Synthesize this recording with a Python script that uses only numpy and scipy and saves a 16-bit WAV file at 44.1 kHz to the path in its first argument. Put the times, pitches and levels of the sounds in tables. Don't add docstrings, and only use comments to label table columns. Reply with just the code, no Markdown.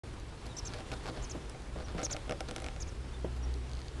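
import sys
import numpy as np
from scipy import signal
from scipy.fft import rfft, irfft
from scipy.io import wavfile
from scipy.ndimage import uniform_filter1d

SR = 44100
rng = np.random.default_rng(int(sys.argv[2]) if len(sys.argv) > 2 else 0)


def store_wav(level_fs):
    pcm = np.round(np.clip(np.atleast_2d(level_fs), -1, 1) * 32767)
    wavfile.write(sys.argv[1], SR, pcm.T.astype(np.int16))


N = 176400
T = np.arange(N) / SR

# f/Hz, level/dB, t60/s
BODY_MODES = [(318, -13.5, 0.11), (390, -29, 0.02), (501, -12, 0.087), (561, -18, 0.16), (622, -6, 0.045),
              (772, -10, 0.084), (1234, -22, .08), (1345, -16, 0.069), (1510, -24.5, 0.065),
              (2133, -12, 0.028), (2310, -28.5, 0.037), (2500, -48, 0.077), (2760, -33.5, 0.045)]


def amp(db):
    return 10 ** (np.asarray(db) / 20)


def unit(x):
    return x / np.sqrt(np.mean(x ** 2) + 1e-20)


def spectrum_db(colour, hz):
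    f, db = np.transpose(colour)
    return np.interp(np.log(hz + 1), np.log(f), db)


def add(mix, start_s, sound):
    part = mix[max(round(start_s * SR), 0):][:len(sound)]
    part += sound[:len(part)]


def drift(rate_hz):
    lowpass = np.exp(-(np.fft.rfftfreq(N, 1 / SR) / rate_hz) ** 2)
    return unit(irfft(rfft(rng.standard_normal(N)) * lowpass, N))


def impulse(colour, tilt_db_oct=0, size=2048):
    hz = abs(np.fft.fftfreq(size, 1 / SR))
    log_gain = np.log(amp(spectrum_db(colour, hz) + tilt_db_oct * np.log2(1 + hz / 500)))
    h = np.fft.ifft(np.exp(np.conj(signal.hilbert(log_gain)))).real[:size // 2]
    return h / np.linalg.norm(h)


def scatter(decay_s):
    t = T[:SR // 5]
    h = rng.standard_normal(len(t)) * np.exp(-t / decay_s)
    return h / np.linalg.norm(h)


def ring(modes, spread_db=2):
    t = T[:SR // 5]
    return sum((-1) ** k * amp(db + spread_db * rng.standard_normal() - 60 * t / t60_s)
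               * np.sin(2 * np.pi * hz * t) for k, (hz, db, t60_s) in enumerate(modes))


def crack(colour, tilt_db_oct, rattle):
    spray = rattle * (scatter(decay_s=.0014) + amp(-10) * scatter(decay_s=.008))
    spray[0] += 1
    h = signal.fftconvolve(spray, impulse(colour, tilt_db_oct))
    return 2.78 * h / np.linalg.norm(h)


def air():
    # f/Hz, relative density/dB
    colour = [(82, -33.5), (140, -2.5), (151, -9.5), (376, -8), (420, -10), (461, -10.5), (621, -16),
              (837, -15.5), (1330, -19), (2460, -23.5), (3510, -24.5), (3850, -25.5), (6490, -31),
              (9960, -34.5), (12000, -51), (15600, -80), (22000, -120)]
    # t/s, level/dB
    levels = [(0, -49.5), (.3, -51.5), (.5, -49), (.8, -48.5), (1.25, -47.5), (1.55, -50), (2.1, -50),
              (2.6, -49), (3.0, -50.5), (3.35, -50.5), (3.6, -51), (4, -49)]
    patch_db, flicker_db = 1, .59
    frames, hz = N // 256 + 5, np.fft.rfftfreq(1024, 1 / SR)
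    real, imag, patches = rng.standard_normal((3, frames, 513))
    patches = unit(uniform_filter1d(uniform_filter1d(patches, size=10, axis=0), size=12, axis=1))
    spectra = (real + 1j * imag) * amp(spectrum_db(colour, hz) + patch_db * patches)
    hiss = unit(signal.istft(spectra.T, nperseg=1024, noverlap=768)[1][:N])
    return hiss * amp(np.interp(T, *np.transpose(levels)) + flicker_db * drift(38))


def wind():
    # f/Hz, relative density/dB
    colour = [(10, -11), (25, -1), (45, 2.5), (60, 4), (85, -4.5), (120, -3), (170, -16.5), (300, -26),
              (800, -55)]
    # t/s, level/dB
    levels = [(0, -42.5), (.5, -47), (1.2, -45), (1.6, -45.5), (2.0, -43.5), (2.5, -44.5), (2.85, -42),
              (3.1, -44), (3.4, -45.5), (3.7, -46), (4, -45)]
    cutoff_hz, flicker_db = 900, .79
    hz = np.fft.rfftfreq(N, 1 / SR)
    gain = amp(spectrum_db(colour, hz)) / (1 + (hz / cutoff_hz) ** 2)
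    rumble = unit(irfft(rfft(rng.standard_normal(N)) * gain, N))
    return rumble * amp(np.interp(T, *np.transpose(levels)) + flicker_db * drift(24))


def buffets(hz=60, length_s=.029):
    # t/s, level/dB
    pushes = [(.62, -31), (2.818, -34), (2.867, -34)]
    out, t = np.zeros(N), np.arange(0, length_s, 1 / SR)
    for start_s, db in pushes:
        add(out, start_s, amp(db) * np.hanning(len(t)) * np.sin(2 * np.pi * (hz * t + rng.random())))
    return out


def hum(ref_db=-42, waver=.14):
    # t/s, f/Hz, level/dB
    course = [(0, 58, -54), (.9, 61, -52), (1.3, 62, -45), (1.55, 60, -52), (1.75, 62, -45), (2.2, 60, -52),
              (2.75, 62.5, -47), (3.05, 63, -44), (3.25, 62, -35.5), (3.47, 62, -34), (3.75, 62.4, -39.5),
              (3.86, 62.5, -45), (4, 63, -42)]
    # order, relative level/dB, share of the swell
    harmonics = [(1, -1, 1), (2, -12.5, .6), (4, -23, .6), (6, -26, .6)]
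    times_s, hz, db = np.transpose(course)
    turns = np.cumsum(np.interp(T, times_s, hz)) / SR
    swell_db = np.interp(T, times_s, db) - ref_db
    out = np.zeros(N)
    for order, level_db, share in harmonics:
        rms = amp(ref_db + level_db + share * swell_db) * (1 + waver * np.sqrt(order) * drift(2.45))
        out += np.sqrt(2) * rms * np.sin(2 * np.pi * order * turns)
    return out


def far_peeps():
    # t/s, length/s, f/Hz, fall/Hz, level/dB
    peeps = [(0.49, 0.048, 3950, 300, -53), (1.837, 0.028, 5940, 300, -52), (2.37, 0.02, 4700, 50, -61),
             (3.131, 0.038, 3630, 120, -56), (3.422, .034, 5880, 350, -51)]
    out, wobble = np.zeros(N), 1 + .02 * drift(700)
    for start_s, length_s, hz, fall_hz, db in peeps:
        u = np.arange(0, 1, 1 / (length_s * SR))
        turns = np.cumsum((hz - fall_hz * u) * wobble[:len(u)]) / SR
        add(out, start_s, amp(db) * np.sin(np.pi * u) * np.sin(2 * np.pi * turns))
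    return out


def rubbing(slips_per_s=900, spread_db=4.5, ring_db=.5):
    # t/s, length/s, level/dB, tilt/(dB/oct)
    rubs = [(0.456, 0.035, -54.5, 7.5), (0.654, 0.16, -53.5, -0.5), (0.738, .09, -55, 0.5),
            (0.785, 0.029, -54, -3), (0.917, 0.033, -42.5, .5), (1.057, 0.06, -42.5, -1.5),
            (1.145, 0.059, -48, -2.5), (1.768, .085, -50.5, -3), (1.859, 0.081, -51, -1),
            (1.972, 0.083, -47.5, -1.5), (2.093, 0.078, -48, -1), (2.478, 0.029, -45.5, -3),
            (3.351, 0.036, -57, 8.5)]
    # f/Hz, level/dB
    colour = [(100, -20), (350, 6), (750, -4), (1000, 0.5), (1400, 5), (2000, -4.5), (2800, -6), (4400, -1),
              (6500, -13), (11000, -22)]
    out, body = np.zeros(N), ring(BODY_MODES)
    slips = (rng.random(N) < slips_per_s / SR) * rng.choice([-1, 1], N)
    slips = slips * amp(spread_db * np.minimum(rng.exponential(1, N), 3))
    for start_s, length_s, db, tilt in rubs:
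        u = np.arange(0, 1, 1 / (length_s * SR))
        drive = amp(db) * unit(slips[round(start_s * SR):][:len(u)]) * np.sin(np.pi * u ** .51)
        add(out, start_s, signal.fftconvolve(drive, impulse(colour, tilt)))
        add(out, start_s, amp(ring_db) * signal.fftconvolve(drive, body / np.linalg.norm(body)))
    return out


def ticks():
    # t/s, level/dB, tilt/(dB/oct)
    snaps = [(.199, -40, 11), (.466, -37, 11), (0.7371, -27, -10.5), (1.621, -41, 5), (1.8765, -64, 3),
             (2.487, -32, 0), (3.5408, -34.5, 7), (3.695, -40, 5), (3.7157, -39, 0), (3.7343, -35.5, 1),
             (3.7517, -40, 3), (3.771, -40, 0), (3.792, -37, -8), (3.8045, -41, 12), (3.817, -36, -5),
             (3.829, -44, -10), (3.847, -45, 0), (3.8832, -34.5, -2)]
    # f/Hz, level/dB
    colour = [(500, -22), (3000, -8), (4000, 0), (4700, 4), (5500, -12), (6300, -1), (7200, -14),
              (11000, -24)]
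    out = np.zeros(N)
    for start_s, db, tilt in snaps:
        add(out, start_s, amp(db) * crack(colour, tilt, rattle=.25))
    return out


def knocks(contact_s=.001, scuff_decay_s=.022):
    # t/s, ring/dB, scuff/dB
    blows = [(1.349, -34, -40), (1.759, -29.5, -42), (1.948, -48, -37), (2.512, -57, -49),
             (2.822, -59, -50), (3.2449, -19, -40)]
    # f/Hz, level/dB, t60/s
    modes = [(178, -30, 0.25), (316, -12.5, 0.039), (360, -14, .1), (440, -6.5, 0.039), (630, -9.5, 0.045),
             (870, -14.5, 0.036), (1130, -16, 0.057)]
    # f/Hz, level/dB
    colour = [(80, -9), (175, 8), (260, 0), (400, 1), (700, -3.5), (1200, -19.5), (2500, -24),
              (8000, -42.5)]
    out, contact = np.zeros(N), np.sin(np.pi * np.arange(0, 1, 1 / (contact_s * SR)))
    for start_s, ring_db, scuff_db in blows:
        add(out, start_s, amp(ring_db) * np.convolve(ring(modes), contact / contact.sum()))
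        scuff = signal.fftconvolve(scatter(scuff_decay_s), impulse(colour))
        add(out, start_s, amp(scuff_db) * scuff * np.sqrt(scuff_decay_s * SR) / np.linalg.norm(scuff))
    return out


def creaks():
    # t/s, crack/dB, ring/dB, tilt/(dB/oct)
    cracks = [(.7362, -35, -63, -3), (.7431, -31, -67, -2), (0.805, -32, -42, -5.5),
              (0.9171, -25.5, -53, -3.5), (.9265, -31, -33.5, -7), (1.058, -27.5, -50, -4),
              (1.0685, -30, -52, -16), (1.0779, -36, -39, -6), (1.4965, -34.5, -55, 9),
              (1.547, -41, -39, -5), (1.9828, -24.5, -39, -8), (1.9885, -33, -30, -9),
              (1.9937, -32, -39, -3.5), (1.999, -40, -35, -3), (2.0062, -40, -37, -2),
              (2.0168, -30, -33, -2), (2.031, -23, -28.5, -2.5), (2.0658, -27.5, -42, -3),
              (2.113, -32.5, -44, -6), (2.1285, -38, -42, 6), (2.146, -28, -33, -7), (2.166, -24, -33, -4),
              (2.279, -41, -41, -3), (2.2953, -23.5, -28.5, -2.5), (2.3098, -21, -29.5, -3.5),
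              (2.3222, -21.5, -26.5, -4.5), (2.4064, -24, -27, -0.5), (2.4095, -44, -57, 8),
              (2.491, -36, -38, 2), (2.5112, -26.5, -34.5, -0.5), (2.5627, -24, -34.5, 1.5),
              (2.5822, -29.5, -42, -4), (2.6015, -36.5, -39, 4), (2.621, -37.5, -37, 9),
              (2.6437, -28, -35.5, 0), (2.664, -27.5, -34.5, -3), (2.6859, -26, -41, -4.5),
              (2.763, -35, -41.5, -1)]
    # f/Hz, level/dB
    colour = [(150, -5), (500, -3.5), (1000, -2.5), (1400, 0), (1950, -2), (2280, 0.5), (3300, -2),
              (4600, -8), (5500, -0.5), (6800, -12), (8100, -4.5), (8800, -14.5), (10000, -8),
              (12000, -29.5)]
    out = np.zeros(N)
    for start_s, crack_db, ring_db, tilt in cracks:
        add(out, start_s, amp(crack_db) * crack(colour, tilt, rattle=.95))
        add(out, start_s, amp(ring_db) * ring(BODY_MODES))
    return out


def chirp(rise_s, fall_s, top_hz, end_hz, db, second_hz, second_db):
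    # share of length, level/dB
    swell = [(0, -18), (.12, -2.5), (.35, -6.5), (.55, -3), (.72, 3.5), (.86, -2.5), (1, 2)]
    # f/Hz, level/dB
    colour = [(1500, -43), (3500, 6), (6000, 4), (8500, -1), (11000, -6.5)]
    start_hz, second_sag_hz, rasp_db = 4800, 905, -15.5
    t = np.arange(0, rise_s + fall_s, 1 / SR)
    u = t / (rise_s + fall_s)
    rise_left = np.maximum(1 - t / rise_s, 0) ** 1.7
    fallen = (np.maximum(t - rise_s, 0) / fall_s) ** 1.5
    hz = top_hz - (top_hz - start_hz) * rise_left - (top_hz - end_hz) * fallen
    jitter, shimmer, hiss = rng.standard_normal((3, SR // 5))[:, :len(t)]
    wobble = 1 + .024 * unit(uniform_filter1d(jitter, size=24))
    flutter = 1 + .28 * unit(uniform_filter1d(shimmer, size=30))
    whistle = np.sin(2 * np.pi * np.cumsum(hz * wobble) / SR) * flutter
    rasp = amp(rasp_db) * unit(signal.fftconvolve(hiss, impulse(colour))[:len(t)])
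    first = (whistle + rasp) * amp(np.interp(u, *np.transpose(swell)))
    second_turns = np.cumsum((second_hz - second_sag_hz * fallen) * wobble) / SR
    second = np.sin(2 * np.pi * second_turns) * np.sin(np.pi * u ** .3) ** 2
    return amp(db) * (first + amp(second_db) * second) * signal.windows.tukey(len(t), .1)


def near_bird():
    # t/s, rise/s, fall/s, top/Hz, end/Hz, level/dB, second voice/Hz, its relative level/dB
    chirps = [(.565, 0.012, 0.022, 6200, 5100, -39, 7520, -11),
              (0.65, 0.014, 0.019, 6530, 5200, -41.5, 7360, -4),
              (1.22, 0.014, 0.02, 7200, 4840, -46.5, 7500, -14),
              (1.294, 0.0089, 0.019, 7220, 5060, -42.5, 7600, -22),
              (2.031, .010, .020, 6920, 5280, -33, 7200, -24),
              (2.107, 0.012, 0.019, 7200, 4480, -35.5, 7400, -14),
              (2.8, .010, .022, 6920, 4960, -42.5, 7450, -14),
              (2.871, 0.0067, .019, 6950, 5160, -51, 7200, -23)]
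    out = np.zeros(N)
    for start_s, *shape in chirps:
        add(out, start_s, chirp(*shape))
    return out


def pond(calls, echo_s=.0025, echo_db=-7, scatter_db=-15):
    wet = amp(scatter_db) * signal.fftconvolve(calls, scatter(decay_s=.014))[:N]
    add(wet, echo_s, amp(echo_db) * calls)
    return calls + wet


def scene():
    birds = pond(far_peeps() + near_bird())
    rifle = creaks() + knocks() + ticks() + rubbing()
    return (birds + rifle + air() + wind() + hum() + buffets())[None]


def record(dry):
    silence_s, fade_s, cutoff_hz = .034, .003, 11750
    opened = dry * np.clip((T - silence_s) / fade_s, 0, 1)
    lowpass = signal.firwin(161, cutoff_hz, window=("kaiser", 8), fs=SR)
    return signal.oaconvolve(opened, lowpass[None], "same")


dry = scene()
out = record(dry)
store_wav(out)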